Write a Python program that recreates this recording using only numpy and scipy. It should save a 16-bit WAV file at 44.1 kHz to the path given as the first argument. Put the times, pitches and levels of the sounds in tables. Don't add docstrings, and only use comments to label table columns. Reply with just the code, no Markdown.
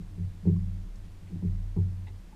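import sys
import numpy as np
from scipy import signal
from scipy.fft import rfft, irfft
from scipy.io import wavfile

SR = 44100
rng = np.random.default_rng(int(sys.argv[2]) if len(sys.argv) > 2 else 0)


def master_out(mix):
    frames = np.transpose(np.atleast_2d(mix))
    ceiling = np.clip(frames, -1, 1)
    pcm = np.round(ceiling * 32767).astype(np.int16)
    wavfile.write(sys.argv[1], SR, pcm)


N = 103635

# pitch in Hz, level in dB, t60 in seconds.
HULL_MODES = [(36.1, 0.4, 2.03), (67.1, -12.5, 1.73), (92.63, 3, 1.123), (95.68, -2, 0.57),
              (116, -10, 0.48), (130, -8, 0.58), (169.5, -4.5, .67), (175.16, 8.5, .17), (187.1, -10, 0.69),
              (210.1, -13.5, 0.47), (321.6, -4, 0.17), (330, -7, 0.3), (371.8, -8.5, .26), (399.2, 4, 0.14),
              (430.3, -7, 0.16)]
# start in seconds,
# gains in dB for sway, boom, body and knock, then softness as cycles of build-up.
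DECK_IMPULSES = [(-0.0025, -37.5, -46, -41, -58, 0.24), (0.0899, -37, -38, -66.5, -66, 2.8),
                 (0.1739, -50.5, -35.5, -38.5, -50, 2.1), (0.197, -58.5, -31.5, -35, -70, 3.2),
                 (0.2777, -68, -35.5, -47.5, -65, 4.6), (0.429, -41.5, -34.5, -36, -69, 2.7),
                 (0.4539, -56, -19.5, -25.5, -31, 3.5), (0.4697, -28.5, -38.5, -19.5, -30.5, 1.75),
                 (0.5129, -22.5, -55, -22, -86, 2.6), (0.848, -48.5, -45, -66.0, -65, 0.6),
                 (0.9457, -41, -36, -55, -68, 8.1), (1.0575, -41, -46, -48.5, -73, 5.6),
                 (1.2108, -37.5, -39.5, -48.7, -68, 3.1), (1.3197, -67, -34.5, -29.5, -49.5, 4.7),
                 (1.4249, -69, -38, -31.5, -44, 1.25), (1.447, -24.5, -30.5, -29, -48, 1.7),
                 (1.7635, -69, -25.5, -26.5, -36.5, 1.8), (1.7818, -68, -25.5, -50, -68, 0.6),
                 (2.0792, -42.5, -36, -62, -59, 1.8), (2.1804, -59, -47, -68, -67, 3.6)]
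REGISTER_CENTRES_HZ = (36, 92, 175, 380)
# frequency in Hz, relative level in dB.
PANEL_SPECTRUM = [(120, -3), (250, -65.5), (330, 11), (450, 3), (540, -17), (700, -16.5), (950, -20.5),
                  (1300, -39), (2400, -30.5), (5000, -53.5)]
# frequency in Hz, relative level in dB.
STIR_SPECTRUM = [(10, -1.5), (16, 15.5), (25, -7.5), (36, -8.5), (52, -6), (68, -7), (92, -13.5),
                 (125, -15), (180, 0), (230, -14), (275, -14.5), (305, -6), (345, -19), (600, -26)]
# frequency in Hz, relative level in dB.
HISS_SPECTRUM = [(350, -3), (600, -2), (715, -3.5), (775, -4.5), (1330, -7.5), (1890, -6.5), (2980, -10.5),
                 (3460, -10.5), (8990, -17), (12800, -21.5), (15000, -25.5)]
# pitch in Hz, rms level in dB.
WHINE_TONES = [(4376, -94), (8751, -92), (13067, -97)]
# start in seconds, level in dB, t60 in seconds.
DECK_SLAPS = [(0.452, -52.5, 0.13), (1.419, -67, 0.088), (1.761, -51, 0.16)]
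# frequency in Hz, relative level in dB.
SLAP_SPECTRUM = [(300, -1.5), (520, 2.5), (700, -3.5), (920, 11.5), (1150, -4), (1500, -23.5), (2300, -17),
                 (4000, -33)]
# start in seconds, level in dB, centre and width in Hz, t60 in seconds.
TACKLE_TAPS = [(.479, -62, 2210, 504, .06), (0.562, -56, 1050, 302, 0.051), (0.956, -58, 6130, 2790, .04),
               (1.05, -60.5, 3570, 3966, 0.047), (1.271, -61.5, 2500, 1000, 0.13),
               (1.474, -57.5, 1990, 900, 0.032)]
# peak time and half length in seconds, level in dB.
SOLE_SCUFFS = [(1.207, 0.14, -64.5), (1.342, .035, -48), (1.906, .04, -61.5)]
# frequency in Hz, relative level in dB.
SCUFF_SPECTRUM = [(100, -12), (190, 0.5), (260, 1.5), (330, 1), (390, -7), (480, -26), (900, -41.5)]
# start in seconds, level in dB, trim on the upper modes in dB.
HANDLE_HITS = [(2.067, -47, -2.5), (2.324, -50, -18)]
# pitch in Hz, relative level in dB, t60 in seconds.
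HANDLE_MODES = [(884, 1, 0.075), (2010, -1, 0.093), (2740, -6, .08), (3730, -11, 0.13)]


def undb(db):
    return 10 ** (np.asarray(db) / 20)


def noise(points):
    hz, db = np.array(points, float).T
    f = np.maximum(np.arange(N // 2 + 1) * SR / N, 1)
    gain = undb(np.interp(np.log(f), np.log(hz), db)) / (1 + (f / (2 * hz[-1])) ** 4)
    x = irfft(rfft(rng.standard_normal(N)) * gain, N)
    return x / x.std()


def band(hz, width):
    f = np.arange(N // 2 + 1) * SR / N
    x = irfft(rfft(rng.standard_normal(N)) / (1 + (2 * (f - hz) / width) ** 2), N)
    return x / x.std()


def since(start):
    return np.maximum(np.arange(N) / SR - start, 0)


def ring(age, rise_s, t60):
    return (1 - np.exp(-age / rise_s)) * np.exp(-np.log(1000) * age / t60)


def hull_thumps():
    out = np.zeros(N)
    for start, *register_db, cycles in DECK_IMPULSES:
        age = since(start)
        for hz, db, t60 in HULL_MODES:
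            live = slice(max(int(start * SR), 0), int((start + t60) * SR))
            drive_db = np.interp(np.log(hz), np.log(REGISTER_CENTRES_HZ), register_db)
            envelope = ring(age[live], max(cycles, 0.5) / hz, t60)
            out[live] += undb(db + drive_db) * envelope * np.sin(2 * np.pi * hz * age[live])
    return out


def panel_rattle(trim_db=-9):
    power = np.zeros(N)
    for start, *_, knock_db, cycles in DECK_IMPULSES:
        envelope = ring(since(start), rise_s=0.00095 * max(cycles, 0.5), t60=0.25)
        power += (undb(trim_db + knock_db) * envelope) ** 2
    return np.sqrt(power) * noise(PANEL_SPECTRUM)


def water_stir(level_db=-50):
    return undb(level_db) * noise(STIR_SPECTRUM)


def hiss_and_whine(hiss_db=-64):
    whine = sum(np.sqrt(2) * undb(db) * np.sin(2 * np.pi * hz * since(0)) for hz, db in WHINE_TONES)
    return undb(hiss_db) * noise(HISS_SPECTRUM) + whine


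def deck_slaps():
    envelope = sum(undb(db) * ring(since(start), 0.00076, t60) for start, db, t60 in DECK_SLAPS)
    return envelope * noise(SLAP_SPECTRUM)


def tackle_ticks():
    return sum(undb(db) * ring(since(start), 0.001, t60) * band(hz, width)
               for start, db, hz, width, t60 in TACKLE_TAPS)


def sole_scuffs():
    power = sum(undb(db) ** 2 * np.exp(-((since(0) - peak) / half) ** 2)
                for peak, half, db in SOLE_SCUFFS)
    return np.sqrt(power) * noise(SCUFF_SPECTRUM)


def handle_knocks(rise_s=0.0061):
    out = np.zeros(N)
    for start, knock_db, upper_db in HANDLE_HITS:
        for mode, (hz, db, t60) in enumerate(HANDLE_MODES):
            gain = undb(knock_db + db + upper_db * (mode > 0))
            out += gain * ring(since(start), rise_s, t60) * band(hz, width=0.15 * hz)
    return out


def scene():
    bed = water_stir() + hiss_and_whine()
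    deck = hull_thumps() + panel_rattle() + deck_slaps() + sole_scuffs()
    gear = tackle_ticks() + handle_knocks()
    return (bed + deck + gear)[None]


def record(dry):
    return signal.sosfilt(signal.ellip(10, 0.2, 80, 15250, fs=SR, output="sos"), dry)


dry = scene()
out = record(dry)
master_out(out)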